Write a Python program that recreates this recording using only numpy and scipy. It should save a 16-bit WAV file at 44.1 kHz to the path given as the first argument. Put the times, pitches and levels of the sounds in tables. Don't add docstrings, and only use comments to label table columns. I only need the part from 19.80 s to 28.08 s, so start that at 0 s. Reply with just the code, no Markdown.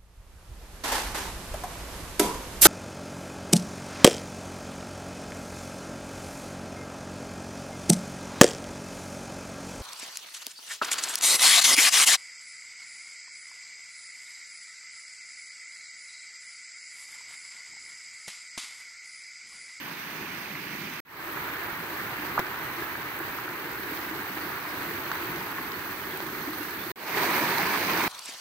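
import sys
import numpy as np
from scipy import signal
from scipy.fft import rfft, irfft, next_fast_len
from scipy.io import wavfile
from scipy.ndimage import uniform_filter1d

SR = 44100
rng = np.random.default_rng(int(sys.argv[2]) if len(sys.argv) > 2 else 0)


def transcribe(u):
    v = np.clip(np.atleast_2d(u).T, -1, 1)
    q = np.round(v * 32767).astype(np.int16)
    wavfile.write(sys.argv[1], SR, q)


def undo_db(level):
    steps = np.asarray(level, float) / 20
    return 10 ** steps


N = 365148

# start in seconds, end in seconds.
PLACES = [
    (0, 1.2025),
    (1.2503, 7.1175),
    (7.1582, 8.3),
]
# frequency in Hz, gain in dB.
PORTS = [
    [(1000, -16), (1900, -14), (3400, -27), (4200, -27.5), (5000, -39.5), (5700, -56), (6500, -58),
     (6800, -42), (7500, -33.5), (10500, -37.5), (12000, -31.5), (12800, -65), (14200, -91), (15200, -65)],
    [(1000, -14.5), (1650, -11.5), (2800, -22.5), (3500, -25.5), (4500, -25), (5700, -31.5), (6300, -28.5),
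     (6800, -34.5), (7100, -42.5), (8600, -37), (10500, -35.5), (12800, -24), (14800, -18), (15700, -23.5)],
]


def evened(x):
    return x / np.sqrt(np.mean(abs(x) ** 2) + 1e-20)


def read(points, hz, column=1):
    table = np.transpose(points)
    return np.interp(np.log(hz + 1), np.log(table[0] + 1), table[column])


def add(mix, s, sound):
    part = mix[:, round(s * SR):][:, :sound.shape[-1]]
    part += sound[..., :part.shape[-1]]


def sides(pan_db):
    return undo_db(np.array([[pan_db / 2], [-pan_db / 2]]))


def foam(length, share, spread_db):
    size, bubbles = next_fast_len(length + 8192), 0
    per_s, cycles, rise, count = 5000, 6.06, .15, 26
    for hz in np.geomspace(150, 15000, count):
        u = np.arange(int(3 * cycles * SR / hz)) * hz / SR / cycles
        tone = np.sin(2 * np.pi * cycles * (u + rise * u ** 2 / 2))
        ring = tone * np.exp(-2.3 * u) * np.minimum(u / 0.089, 1)
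        many = int(per_s / count * np.sqrt(hz / 1500) * length / SR)
        when, chance = rng.random((many, 2)).T
        strength = undo_db(spread_db * np.minimum(-np.log(chance), 5))
        births = np.bincount((when * length).astype(int), strength, length)
        bubbles = bubbles + evened(rfft(births, size) * rfft(ring, size)) * np.sqrt(hz)
    bubbles = bubbles / np.sqrt(uniform_filter1d(abs(bubbles) ** 2, size=size // 400))
    near = np.sqrt(share) * evened(irfft(bubbles)[:length])
    blur = np.sqrt(1 - share) * rng.standard_normal(length)
    return signal.stft(near + blur, nperseg=1024, noverlap=768)[2]


def rush(k):
    # time in seconds, rush in dB, turn of the phone to the pool from 0 to about 1.
    flow = [
        [(0.0, -41, 0.6), (0.6, -40.5, .5), (1.19, -40, 0.43)],
        [(1.55, -37.5, .1), (2.3, -37.5, .2), (3.0, -37.5, 0.07), (3.8, -38, 0.4), (4.5, -38, 0.52),
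         (5.4, -37, 0.48), (6.1, -38.2, .65), (6.75, -39, 0.83), (7.1, -38.5, 1.1)],
        [(7.42, -30, 0.57), (7.84, -29, .4), (8.28, -29, 0.35)],
    ]
    # frequency in Hz, level in dB per Hz.
    water = [
        [(25, -23.7), (80, -15.5), (180, 2), (240, -3.5), (310, 1), (410, -6.2), (500, -11), (720, -10.5),
         (950, -4), (1350, -6), (2350, -0.0), (2900, -1.5), (5200, -2.1), (13000, -3.8)],
        [(25, -25), (80, -2), (180, -0.5), (240, -6), (310, 6), (410, 1.2), (500, -6.5), (720, -4.5),
         (950, 1.34), (1350, -0.3), (2350, 1), (2900, -0.64), (5200, 0.0), (13000, -0.5)],
        [(25, -16), (80, -4.5), (180, 7), (240, 3.5), (310, 11.5), (410, 7.9), (500, 4), (720, 6), (950, 11.5),
         (1350, 6), (2350, 10.5), (2900, 8.5), (5200, 10.5), (13000, 8)],
    ]
    # frequency in Hz, left minus right in dB.
    leaning = [
        [(60, 0), (300, 1.5), (800, -0.5), (1500, 4), (2350, -8.5), (2900, -7), (4000, -1.5), (5300, -5.5),
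         (7000, -4), (9000, -3.8), (12000, 4), (13800, 4)],
        [(60, -1.8), (300, 3), (800, 2), (1500, -1.4), (2350, -0.2), (2900, 2.7), (4000, -0.4), (5300, 1.2),
         (7000, 0), (9000, -0.7), (12000, 0), (13800, 0.3)],
        [(60, 0.5), (300, 2), (800, 1), (1500, 0.6), (2350, -6.5), (2900, 4), (4000, -3.5), (5300, -1.5),
         (7000, -1), (9000, -2), (12000, 4), (13800, 2.5)],
    ]
    # frequency in Hz, likeness from 0 to 1, lead of right in radians.
    likeness = [
        [(170, 1, -0.5), (430, 0.98, 0.5), (690, 0.72, 0.0), (1000, 0.61, -0.5), (1400, 0.6, -1),
         (1800, 0.3, 1.5), (2400, 0.6, 0.4), (3400, 0.3, 1.5), (5000, 0.07, 4)],
        [(170, 0.91, 0.0), (428, 0.92, 0.08), (690, 0.69, 0.47), (1000, 0.61, 0.25), (1400, 0.51, -0.5),
         (1850, 0.5, -1.5), (2400, 0.04, -2), (3400, 0.07, -4), (5000, 0.01, -6)],
        [(170, 0.99, 0.0), (430, 0.91, 0.2), (690, 0.8, 0), (1000, 0.6, 0.4), (1400, 0.46, 0.1),
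         (1800, 0.46, 0.7), (2370, 0.42, -0.1), (3400, 0, -0.7), (5000, 0.12, -0.4)],
    ]
    # bubble share from 0 to 1, bubble size spread, patch and flicker in dB.
    texture = [
        (.3, 2.5, 1, .5),
        (.4, 2.5, 0.68, 0.55),
        (.45, 2, 1, 0.75),
    ]
    share, spread_db, patch_db, flicker_db = texture[k]
    start, end = PLACES[k]
    length = round((end - start) * SR)
    left, other = foam(length, share, spread_db), foam(length, share, spread_db)
    hz = np.fft.rfftfreq(1024, 1 / SR)
    t = start + np.arange(left.shape[1]) * 256 / SR

    same = np.clip(read(likeness[k], hz), 0, 1)[:, None]
    lead = np.exp(1j * read(likeness[k], hz, column=2))[:, None]
    right = same * lead * left + np.sqrt(1 - same ** 2) * other
    z = np.array([left, right])

    lean = read(leaning[k], hz) / 2
    ports_db = np.array([read(PORTS[0], hz) + lean, read(PORTS[1], hz) - lean])
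    bass_loss = np.clip(hz / 45, 0, 1) ** 2
    z = z * (undo_db(read(water[k], hz) + ports_db) * bass_loss)[..., None]
    body = (hz > 500) & (hz < 3000)
    z = z / np.sqrt(4 / 3 * np.sum(np.mean(abs(z.mean(0)[body]) ** 2, 1)))

    s, *columns = np.transpose(flow[k])
    rush_db, turn = (np.interp(t, s, c) for c in columns)
    chance = rng.standard_normal(left.shape[::-1]).T
    slow = [evened(uniform_filter1d(row, size=30)) for row in chance[1:5]]
    field = rush_db + 0.4 * slow[-1]
    # band edges in Hz, effect of the turn in dB, wander in dB.
    bands = [([130, 200, 250, 290], 6.5, 1.5),
             ([250, 290, 460, 560], 3.5, 1),
             ([2500, 4500, 20000, 30000], 4, 0.57)]
    for (edges, turn_db, wander_db), drift in zip(bands, slow):
        reach = np.interp(hz, edges, [0, 1, 1, 0])
        field = field + np.outer(reach, turn_db * (turn - turn.mean()) + wander_db * drift)
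    patches = uniform_filter1d(uniform_filter1d(chance, size=12, axis=0), size=12, axis=1)
    field += patch_db * evened(patches)
    field += flicker_db * evened(uniform_filter1d(chance[0], size=3))
    return signal.istft(z * undo_db(field), nperseg=1024, noverlap=768)[1][:, :length]


def strike(db, hz, cycles, pan_db):
    u = np.arange(round(cycles * SR / hz)) / (cycles * SR / hz)
    pulse = np.sin(np.pi * u) * np.cos(2 * np.pi * cycles * (u - .5))
    scattered = rng.random((2, 900)) < .02
    echoes = rng.standard_normal((2, 900)) * scattered * undo_db(-11 - np.arange(900) * 0.025)
    echoes[:, 0] = -1
    sound = signal.fftconvolve(echoes, pulse[None], axes=1)
    return undo_db(db) * sides(pan_db) * np.pad(sound, ((0, 0), (22, 0)))


def drops(mix):
    # start in seconds, peak in dB, pitch in Hz, left minus right in dB.
    falling = [(.752, -31.5, 2110, -4), (2.604, -26, 1300, -2), (2.666, -29, 1650, -3),
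               (2.713, -26, 1410, -3), (3.153, -26, 1620, 2), (3.4, -27, 1580, -3), (3.585, -26, 1230, -1),
               (3.679, -27, 1410, 3), (4.82, -34, 1040, -1), (4.852, -29, 1040, -1), (5.351, -32, 960, 2),
               (5.609, -28, 1020, -2), (5.786, -29, 990, -1)]
    for s, db, hz, pan_db in falling:
        add(mix, s, strike(db, hz, 4.7, pan_db))


def tick(middle_db, treble_db):
    spray_t60_s = 0.015
    t, hz = np.arange(1024) / SR, abs(np.fft.fftfreq(1024, 1 / SR))
    spray = rng.standard_normal((2, 1024)) * undo_db(1 - 60 * t / spray_t60_s)
    spray[:, 0] = 1
    ports = undo_db(np.array([read(port, hz) for port in PORTS]))
    treble = np.clip((hz - 6500) / 1500, 1e-3, 1 - 1e-3)
    middle = (1 - treble) * np.clip(hz / 4000, .05, 1) ** 2
    sound = 0
    for db, band in ((middle_db, middle), (treble_db + 8.0, treble)):
        minimum_phase = np.conj(signal.hilbert(np.log(ports * band), axis=1))
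        ring = np.fft.ifft(np.exp(minimum_phase), axis=1).real
        part = signal.fftconvolve(spray, ring, axes=1)
        sound = sound + undo_db(db) * part / abs(part.mean(0)).max()
    return np.pad(sound, ((0, 0), (40, 0)))


def ticks(mix):
    # start in seconds, peak of the middle in dB, level of the treble in dB (8 below its peak).
    splashes = [(1.4674, -43, -42), (2.5925, -24.5, -26.5), (2.5984, -30, -40), (2.6663, -34, -44),
                (2.8334, -45, -41), (3.1704, -44, -39), (3.3634, -41, -38), (3.3884, -41, -34),
                (3.6894, -39, -43.5), (4.1729, -30.5, -44), (4.2946, -38, -41), (5.3148, -30, -41),
                (5.5598, -34, -47), (5.917, -29, -47), (6.3724, -37, -31), (6.4028, -32, -40),
                (6.4647, -37, -44), (6.8294, -40, -33), (7.4294, -30, -42), (7.7817, -21, -27),
                (8.0691, -28, -36.5), (8.1334, -23, -33)]
    for s, middle_db, treble_db in splashes:
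        add(mix, s, tick(middle_db, treble_db))


def pops(mix):
    # start in seconds, peak in dB, pitch in Hz, length in cycles, left minus right in dB.
    snaps = [(2.5745, -23, 1150, 2.6, -1), (2.578, -11, 1050, 2.3, -1.5), (2.582, -20, 1400, 3, -2),
             (2.586, -19, 1570, 4, -3), (2.5895, -22, 1900, 3, -2), (2.5912, -19, 1100, 2, -1),
             (2.596, -27, 1700, 4, -1), (5.315, -16, 1330, 2.4, -1.5), (5.783, -19.5, 1500, 2.2, -1)]
    for s, *row in snaps:
        add(mix, s, strike(*row))


def bubble(db, hz, t60):
    t = np.arange(round(t60 * SR)) / SR
    envelope = undo_db(db - 1 - 60 * t / t60) * (1 - np.exp(-t / 0.0042))
    return envelope * np.sin(2 * np.pi * hz * (t + 1.43 * t ** 2))


def glugs(mix):
    # start in seconds, peak in dB, pitch in Hz.
    closings = [(2.591, -33, 348), (3.401, -29.5, 336), (3.689, -31, 341), (4.119, -28.5, 306),
                (4.31, -28, 300), (4.565, -27.5, 305), (5.524, -34, 293), (6.332, -27.5, 357),
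                (6.458, -30, 362), (6.672, -23, 283), (6.802, -29, 291), (7.062, -32, 322),
                (7.098, -32, 352), (7.361, -27, 375), (7.415, -23, 370), (7.538, -37, 369),
                (7.61, -27, 322), (7.658, -34, 357), (7.707, -27, 366), (7.802, -28, 311),
                (7.866, -30, 368), (8.135, -28, 295), (8.23, -30, 290)]
    for s, db, hz in closings:
        add(mix, s, bubble(db, hz, t60=0.14))


def knocks(mix):
    # start in seconds, peak in dB, pitch in Hz, length in cycles, left minus right in dB.
    pushes = [
        (2.5925, -14.5, 630, 1, 1),
        (2.5985, -19, 970, 1.2, 0),
        (6.4028, -23, 930, 1.35, -2),
        (2.586, -30, 187, 3.16, -2),
    ]
    for s, *row in pushes:
        add(mix, s, strike(*row))


def chirp(length, db, first_hz, last_hz):
    hz = np.linspace(first_hz, last_hz, round(length * SR))
    flutter = 1 + .5 * evened(uniform_filter1d(rng.standard_normal((2, len(hz))), size=200))
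    tone = np.sin(2 * np.pi * np.cumsum(hz) / SR) * signal.windows.tukey(len(hz), .6)
    return undo_db(db + 2) * sides(-5.0) * flutter * tone


def bird(mix):
    # start in seconds, length in seconds, level in dB, first and last pitch in Hz.
    calls = [(4.61, .03, -54, 4620, 4500), (4.875, .05, -54, 5280, 4750), (5.23, .065, -51, 4070, 4500),
             (5.58, 0.043, -58, 5250, 4900), (5.67, .03, -59, 3950, 3980), (5.935, .035, -50.5, 4350, 4350),
             (6.22, .03, -49, 3050, 2900), (6.305, .03, -49, 3250, 3400), (6.61, .035, -54, 4150, 4330),
             (6.8, 0.064, -49, 2720, 2830), (6.9, .03, -53, 4250, 4170), (6.98, 0.084, -51, 3480, 3600)]
    for s, *row in calls:
        add(mix, s, chirp(*row))


def burbles(mix):
    # start in seconds, peak in dB, pitch in Hz.
    small_ones = [(7.397, -24, 970), (7.419, -19.5, 920), (7.491, -27, 930), (7.54, -29, 950),
                  (7.592, -27, 950), (7.629, -28, 923), (7.684, -24, 853), (7.708, -26, 885),
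                  (7.768, -20, 890), (7.79, -21, 793), (7.855, -22, 975), (8.082, -19, 1000),
                  (8.184, -26, 880), (8.232, -24.5, 950)]
    for s, db, hz in small_ones:
        add(mix, s, bubble(db, hz, t60=0.097))


def scene():
    mix = np.zeros((2, N))
    for k, (start, _) in enumerate(PLACES):
        add(mix, start, rush(k))
    for source in (drops, ticks, pops, glugs, knocks, bird, burbles):
        source(mix)
    return mix


def roll_off(x):
    return signal.sosfilt(signal.butter(12, 16930, fs=SR, output="sos"), x)


def record(dry):
    # fade-in in seconds, starting point from 0 to 1, exponent bending the fade.
    fades = [
        (.001, 1, 1),
        (0.28, 0.05, 0.93),
        (0.23, 0.17, 1.33),
    ]
    t, gain = np.arange(N) / SR, np.zeros(N)
    for (start, end), (fade, first, bend) in zip(PLACES, fades):
        inside = (t >= start) & (t < end)
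        gain += inside * np.clip(first + (1 - first) * (t - start) / fade, 0, 1) ** bend
    low = signal.firwin(1023, 15760, window=("kaiser", 9), fs=SR)
    return roll_off(signal.oaconvolve(dry * gain, low[None], "same"))


dry = scene()
out = record(dry)
transcribe(out)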